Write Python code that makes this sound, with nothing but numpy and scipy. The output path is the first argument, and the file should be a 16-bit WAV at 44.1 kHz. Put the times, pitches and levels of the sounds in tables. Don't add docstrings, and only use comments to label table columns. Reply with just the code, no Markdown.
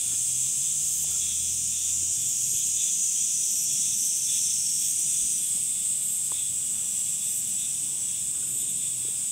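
import sys
import numpy as np
from scipy import signal
from scipy.fft import rfft, irfft, next_fast_len
from scipy.io import wavfile
from scipy.ndimage import uniform_filter1d

SR = 44100
rng = np.random.default_rng(int(sys.argv[2]) if len(sys.argv) > 2 else 0)


def level_to_linear(level):
    exponent = np.asarray(level, float) / 20
    return 10 ** exponent


def store_wav(level_fs):
    pcm = np.round(np.clip(np.atleast_2d(level_fs), -1, 1) * 32767)
    wavfile.write(sys.argv[1], SR, pcm.T.astype(np.int16))


N = 410571
T = np.arange(N) / SR
TURN_S = (5.17, 6)


def evened(x):
    return x / np.sqrt(np.mean(x ** 2) + 1e-20)


def read(points, hz):
    f, value = np.transpose(points)
    return np.interp(np.log(hz + 1), np.log(f + 1), value)


def add(mix, s, sound):
    part = mix[max(round(s * SR), 0):][:len(sound)]
    part += sound[:len(part)]


def ring(x, hz, width_hz):
    turn = np.exp(2j * np.pi * np.cumsum(hz * np.ones(len(x))) / SR)
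    r = np.exp(-np.pi * width_hz / SR)
    return (turn * signal.lfilter([(1 - r) ** 2], [1, -2 * r, r * r], x / turn + 1e-18)).real


def band(x, low_hz, high_hz):
    size = next_fast_len(x.shape[-1])
    hz = np.fft.rfftfreq(size, 1 / SR)
    passed = (hz > low_hz) & (hz < high_hz)
    return irfft(rfft(x, size) * passed, size)[..., :x.shape[-1]]


def wander(size, span):
    once = uniform_filter1d(rng.standard_normal(size), int(span))
    return evened(uniform_filter1d(once, int(span)))


def hiss(shape_db, patchy_db):
    hz = np.fft.rfftfreq(1024, 1 / SR)
    t = np.arange(N // 256 + 5) * 256 / SR
    a, b, patches = rng.standard_normal((len(t), len(hz), 3)).T
    patches = uniform_filter1d(patches, size=5, axis=0)
    patches = evened(uniform_filter1d(patches, size=70, axis=1))
    z = (a + 1j * b) * level_to_linear(shape_db(hz[:, None], t) + patchy_db * patches)
    return signal.istft(z, nperseg=1024, noverlap=768)[1][:N]


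# (f/Hz, level/dB)
WASH = [(15, -41), (25, -30.5), (140, 1), (201, -4.5), (447, -17), (580, -17), (800, -19.5), (1120, -21),
        (1680, -23.5), (2090, -25.5), (2460, -16.5), (3000, -10), (3900, -27), (6600, -120)]
# (f/Hz, level/dB)
HUM = [(44, -73), (88, -65.5), (128, -61.5), (195, -64.5), (218, -68)]


def valley():
    noise = evened(hiss(lambda hz, t: read(WASH, hz) + 0 * t, patchy_db=1.8))
    level_db = -52 - 0.5 + np.interp(T, TURN_S, (-.6, .6))
    hum = sum(level_to_linear(db) * evened(ring(rng.standard_normal(N), hz, 4.4)) for hz, db in HUM)
    return level_to_linear(level_db) * noise + hum


# (start t/s, end t/s, shaft f/Hz at start, shaft f/Hz at end, level/dB)
GEARS = [
    (0.0, 2.15, 54.5, 95, -53),
    (2.15, 2.65, 56, 65.5, -59),
]
# (f/Hz, level/dB)
EXHAUST = [(55, -25), (70, -13), (82, 1), (92, -0.5), (110, 0), (155, -2.5), (165, -9.5), (190, -12)]


def engine():
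    pull_bend, shift_s, shift_drop_hz = .36, .12, 5
    out = np.zeros(N)
    for t0, t1, hz0, hz1, db in GEARS:
        t = np.arange(t0, t1, 1 / SR)
        u = (t - t0) / (t1 - t0)
        climb = hz0 + (hz1 - hz0) * (u + pull_bend * u * (1 - u))
        hz = climb - shift_drop_hz * np.exp((t - t1) / shift_s)
        for k in (1, 2):
            tone = np.sqrt(2) * np.sin(2 * np.pi * k * np.cumsum(hz) / SR)
            tone = tone * signal.windows.tukey(len(t), .04)
            level_db = db + read(EXHAUST, k * hz) + 1.5 * wander(len(t), 3000)
            add(out, t0, level_to_linear(level_db) * tone)
    return out


# (t/s, length t/s, centre f/Hz, width f/Hz, level/dB)
RUBS = [(0.077, 0.1, 1100, 2200, -58), (1.039, 0.18, 600, 1394, -60.5), (5.501, 0.12, 500, 700, -64),
        (6.651, 0.27, 1100, 1200, -64), (7.747, .35, 700, 1600, -65), (8.295, 0.27, 1300, 900, -64),
        (0.847, 0.37, 330, 250, -63.5), (7.748, 0.32, 328, 250, -61.5), (8.948, 0.37, 900, 1600, -64)]


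def rubs():
    out = np.zeros(N)
    for s, length, hz, width_hz, db in RUBS:
        size = round(length * SR)
        grains = rng.standard_normal(size) * level_to_linear(3.5 * wander(size, 120))
        add(out, s, level_to_linear(db) * evened(ring(grains, hz, width_hz)) * signal.windows.tukey(size, .6))
    return out


# (t/s, peak level/dB, f/Hz, cycles)
KNOCKS = [(.135, -42, 320, 2), (1.045, -40, 700, 1.7), (1.122, -52, 1380, 14), (1.155, -54, 1380, 37),
          (2.03, -41.5, 300, 2), (2.535, -45, 380, 2.5), (2.551, -41, 99, 2), (5.235, -49, 52.3, 2.5),
          (5.555, -38.5, 210, 2), (6.32, -32.5, 1020, 3.7), (6.321, -38.5, 453, 1.4),
          (6.319, -40, 1600, 1.5), (8.43, -50, 1450, 12), (4.08, -65, 646, 97), (9.052, -36.5, 340, 1.5),
          (9.087, -41.5, 427, 3.8)]


def knocks():
    out = np.zeros(N)
    for s, db, hz, cycles in KNOCKS:
        t = np.arange(-1.5 * cycles / hz, 1.5 * cycles / hz, 1 / SR)
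        hump = np.exp(-(2.54 * t * hz / cycles) ** 2)
        add(out, s + t[0], level_to_linear(db) * np.cos(2 * np.pi * hz * t) * hump)
    return out


# (start t/s, hold t/s, effort level/dB, belly f/Hz)
THROBS = [(0.0, .12, -49, 3450), (.3, .03, -53, 3300), (.43, .04, -48.5, 3440), (.64, .06, -48, 3470),
          (1.083, 0.076, -48, 3370), (1.233, 0.092, -40.5, 3470), (1.38, .1, -46.5, 3340),
          (1.74, 0.16, -46, 3540), (2.184, 0.095, -47.5, 3420), (2.567, 0.056, -45.5, 3340),
          (2.786, .1, -41.5, 3490), (3.176, .06, -47, 3300), (3.29, .02, -51, 3520), (3.71, 0.1, -47, 3410),
          (3.85, .08, -45, 3530), (4.3, .08, -40.5, 3450), (4.473, .04, -45.5, 3500),
          (4.823, 0.055, -46.5, 3350), (5.11, .09, -47.5, 3480), (5.425, 0.049, -50, 3380),
          (5.763, 0.07, -49, 3500), (6.353, 0.043, -42.5, 3440), (6.43, .06, -48.5, 3420),
          (7.046, 0.027, -56, 3420), (7.228, .04, -47, 3480), (7.61, 0.039, -45, 3530),
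          (8.103, .06, -48, 3410), (8.617, 0.076, -49.5, 3530), (8.83, .03, -45, 3500),
          (9.038, 0.053, -49.5, 3460)]


def surges():
    rise_s, fall_s = 0.032, 0.041
    power = level_to_linear(2 * np.interp(T, TURN_S, (-55, -53.5)))
    for s, hold, db, _ in THROBS:
        early, late = np.maximum(s - T, 0), np.maximum(T - s - hold, 0)
        power = power + level_to_linear(2 * db) * np.exp(-2 * (early / rise_s) ** 2 - 2 * late / fall_s)
    return np.sqrt(power)


# (syllable length t/s, offset 0-1, top pulse rate f/Hz, share)
CALLERS = [
    (.515, .62, 346, 1.1),
    (.29, .1, 337, .9),
    (.36, .45, 326, .8),
]


def low_callers():
    s, hold, _, belly_hz = np.transpose(THROBS)
    drive = 1.6 * rng.standard_normal(N)
    for length, offset, per_s, share in CALLERS:
        u = (T / length + offset) % 1
        turns = np.cumsum(per_s * (1 - .2 * length * u) * (1 + .009 * wander(N, 900))) / SR
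        pulses = sum((.15 if k % 2 else 1) * np.cos(np.pi * k * turns) for k in range(15, 25))
        flutter = level_to_linear(3.0 * wander(N, 1300))
        drive = drive + share * evened(pulses * flutter * np.sin(np.pi * u) ** .5)
    belly = ring(drive, np.interp(T, s + hold / 2, belly_hz), 430)
    held = 1 / np.sqrt(uniform_filter1d(belly ** 2, size=3000) + 1e-9)
    belly, drive = evened(belly * held), drive * held
    breathy = drive + 1.5 * drive.std() * rng.standard_normal(N)
    below = evened(ring(breathy, 2750, 1000))
    return surges() * (belly + level_to_linear(-8.0) * below)


def clicks(per_s, jitter, rough):
    turns = np.cumsum(per_s * (1 + jitter * wander(len(per_s), 200))) / SR
    train = np.diff(np.floor(turns), prepend=0) * level_to_linear(2.0 * rng.standard_normal(len(per_s)))
    rough = np.clip(rough, 0, 1)
    return np.sqrt(1 - rough) * evened(train) + np.sqrt(rough) * rng.standard_normal(len(per_s))


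def wings(size, modes_hz, modes_db, per_s):
    drive = clicks(per_s * np.ones(size), jitter=.1, rough=.55)
    return sum(level_to_linear(db) * evened(ring(drive, hz, 720)) for hz, db in zip(modes_hz, modes_db))


# (end of rasp t/s, low mode level/dB, high mode level/dB)
QUICK = [(1.055, -42, -44), (2.36, -45, -52), (3.67, -39, -48), (4.37, -48, -59.5), (4.94, -42, -45),
         (6.192, -40, -50), (7.425, -40, -46), (8.64, -41, -50)]
SLOW = [(1.055, -43, -52), (2.61, -39.5, -47), (4.11, -41, -44), (5.52, -44, -57)]


def bush_crickets():
    quick_wings, slow_wings = (11750, 14800, .25), (11250, 14100, .25)
    out = np.zeros(N)
    strokes = [(quick_wings, row) for row in QUICK] + [(slow_wings, row) for row in SLOW]
    for (low_hz, high_hz, length), (end, *db) in strokes:
        u = np.linspace(0, 1, round(length * SR))
        rise = .96 + .05 * np.sin(2.4 * u)
        rasp = wings(len(u), (low_hz * rise, high_hz * rise), db, per_s=270)
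        rasp = rasp * level_to_linear(1.0 * wander(len(u), 500))
        add(out, end - length, rasp * u ** .6 * np.minimum((1 - u) / .1, 1))
        v = np.linspace(0, 1, round(.045 * SR))
        broad = level_to_linear(db[1] + 1.5) * evened(ring(rng.standard_normal(len(v)), 12000, 5000))
        chip = level_to_linear(-4.5) * wings(len(v), (low_hz, high_hz), db, per_s=440) + broad
        add(out, end + .05, chip * np.minimum(v / .08, 1) * (1 - v) ** .6)
    return out


# (t/s, f/Hz)
STEADY_RATE = [(5.7, 354.5), (6.6, 355.3), (7.6, 356.6), (8.4, 358), (9.3, 359.3)]
# (t/s, level/dB)
STEADY_DB = [(5.7, -57), (6.6, -41), (7.6, -35), (8.4, -39), (9.0, -38), (9.3, -34.5)]


def steady():
    rate = np.interp(T, *np.transpose(STEADY_RATE))
    turns = np.cumsum(rate * (1 + .0012 * wander(N, 1500))) / SR
    snaps = sum(np.cos(2 * np.pi * k * turns) for k in range(18, 28))
    body = evened(ring(snaps, 7900, 500)) + .6 * evened(ring(snaps, 8100, 2200))
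    return level_to_linear(np.interp(T, *np.transpose(STEADY_DB), left=-120)) * evened(body)


def song(u, hz, width_hz, blur):
    t = np.arange(len(u)) / SR
    spacing, beat = rng.uniform(190, 230), rng.uniform(28.83, 33.22)
    turns = np.cumsum(1 + .002 * wander(len(u), 500) + .0025 * wander(len(u), 7000)) / SR
    line = np.sin(2 * np.pi * np.cumsum(hz * np.gradient(turns)))
    line = line * (1 + .3 * np.cos(2 * np.pi * spacing * turns))
    line = line * (1 + .55 * np.cos(2 * np.pi * beat * t))
    haze = ring(rng.standard_normal(len(u)), hz, width_hz)
    return evened(line) + blur * evened(haze)


# (start t/s, end t/s, drum f/Hz at start, drum f/Hz at end, level/dB)
CLEAR = [(.2, 1.7, 6150, 6290, -40.5), (2.3, 4.6, 5995, 5980, -39.5), (3.1, 4.75, 5545, 5520, -46),
         (2.7, 4.3, 6090, 6100, -44), (5.5, 6.3, 7530, 7470, -45), (6.0, 7.9, 7370, 7400, -48),
         (8.0, 9.0, 7140, 7170, -43.5), (7.9, 9.1, 8230, 8290, -45)]
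VEILED = [(1.1, 2.6, 5810, 5750, -45), (2.1, 3.9, 6720, 6920, -35), (2.1, 3.2, 6550, 6650, -38),
          (2.4, 4.7, 6180, 6230, -37), (2.9, 4.95, 5690, 5540, -39), (3.4, 5.4, 6360, 6600, -40.5),
          (4.0, 5.48, 5880, 5900, -42.5), (4.5, 5.45, 6020, 5990, -40.5), (4.7, 5.4, 6360, 6300, -45),
          (4.6, 5.4, 6540, 6580, -40), (6.1, 6.6, 6400, 6450, -47), (7.0, 8.3, 5550, 5560, -55),
          (6.3, 8.25, 5990, 6140, -48.5), (6.3, 8.2, 5790, 5920, -50.5)]
HIDDEN = [(0, .5, 6450, 6350, -37.5), (.2, 1.3, 6620, 6720, -39.5), (1.5, 2.3, 6400, 6370, -44),
          (1.5, 2.4, 6900, 7200, -35), (2.5, 3.3, 8350, 8400, -39)]
GROUPS = [
    (0, 1.3, 7700, 7500, -35),
    (4.4, 6.3, 8500, 8200, -35),
]


def drones():
    draws = rng.random((48, 4)) * (10, 1, 750, 750) + (-.8, 0, 3700, 3700)
    far = [(max(t0, 0), t0 + .81 + .6 * d, f + g, f + g + 90 * (d - .4), -43) for t0, d, f, g in draws]
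    # singers, line width Hz, level shift dB
    kinds = [(CLEAR, 55, .1), (VEILED, 90, .064), (HIDDEN, 200, .1), (GROUPS, 550, .1), (far, 32, -1.0)]
    out = np.zeros(N)
    for rows, width_hz, trim_db in kinds:
        for t0, t1, hz0, hz1, db in rows:
            u = np.linspace(0, 1, round((t1 - t0) * SR))
            swell = np.minimum((u + .03) / .28, 1) * np.minimum((1 - u) * (t1 - t0) / .1, 1)
            body = song(u, hz0 + (hz1 - hz0) * u, width_hz * 2.3, blur=width_hz / 85)
            level_db = db + trim_db + .8 * wander(len(u), 6000)
            add(out, t0, level_to_linear(level_db) * swell * evened(body))
    return out


# (t/s, level/dB, lean added to the swing: below .5 towards the trees, above .5 towards the open
CROWD = [(0.0, -27.5, 1), (1.2, -29, 0.41), (2.6, -28.5, 0.3), (4.6, -28, 0.79), (5.1, -27.5, 0.96),
         (6.2, -28.5, 0.48), (8.3, -30.5, 0.5), (8.6, -29.5, 0.54), (9.31, -30.5, 0.35)]
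# (f/Hz, level/dB per Hz)
TREES = [(1060, -58), (1800, -41.5), (2470, -23.5), (3390, -17.5), (4170, -24), (4440, -24.5), (5230, -14),
         (5720, -11.5), (5990, -6), (7640, 0), (8670, -2.5), (9580, -10.5), (10900, -18.5), (12400, -21),
         (15600, -24)]
OPEN = [(1060, -41), (1800, -39.5), (2140, -30.5), (2450, -24.5), (3100, -22), (3450, -19), (4320, -26),
        (5320, -17.5), (5990, -16.5), (7640, -1.5), (8140, 3), (10900, -17.5), (12400, -20), (13900, -22),
        (15600, -24)]


def crowd():
    s, level_db, lean = np.transpose(CROWD)

    def shape_db(hz, t):
        facing = np.interp(t, TURN_S, (0, 1)) + np.interp(t, s, lean) - .5
        facing = np.clip(facing, -.3, 1.3)
        return (1 - facing) * read(TREES, hz) + facing * read(OPEN, hz)
    x = hiss(shape_db, patchy_db=.9)
    x = x / np.sqrt(uniform_filter1d(ring(x, 8360, 3270) ** 2, size=16000))
    return level_to_linear(np.interp(T, s, level_db) - 7.5 + 0.4 * wander(N, 3600)) * x


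def scene():
    insects = crowd() + drones() + steady() + bush_crickets() + low_callers()
    mono = insects + engine() + valley() + knocks() + rubs()
    return np.array([mono, mono])


def top_cut(x):
    return signal.sosfilt(signal.butter(12, 16220, fs=SR, output="sos"), x)


# (t/s, low f/Hz, high f/Hz, level/dB)
SPLITS = [(3.042, 6230, 7700, -34), (3.042, 14400, 16000, -61), (3.575, 11700, 13900, -47),
          (5.2, 7000, 8300, -31), (5.2, 11700, 13900, -49), (9.008, 4600, 5700, -55)]


def record(dry):
    side = np.zeros(N)
    for s, low_hz, high_hz, db in SPLITS:
        fill = evened(band(rng.standard_normal(2048), low_hz, high_hz)) * np.sqrt(np.hanning(2048))
        add(side, s - 1024 / SR, level_to_linear(db) * fill)
    heard = band(dry, 30, 15740) + np.outer([1, -1], side)
    return top_cut(heard)


dry = scene()
out = record(dry)
store_wav(out)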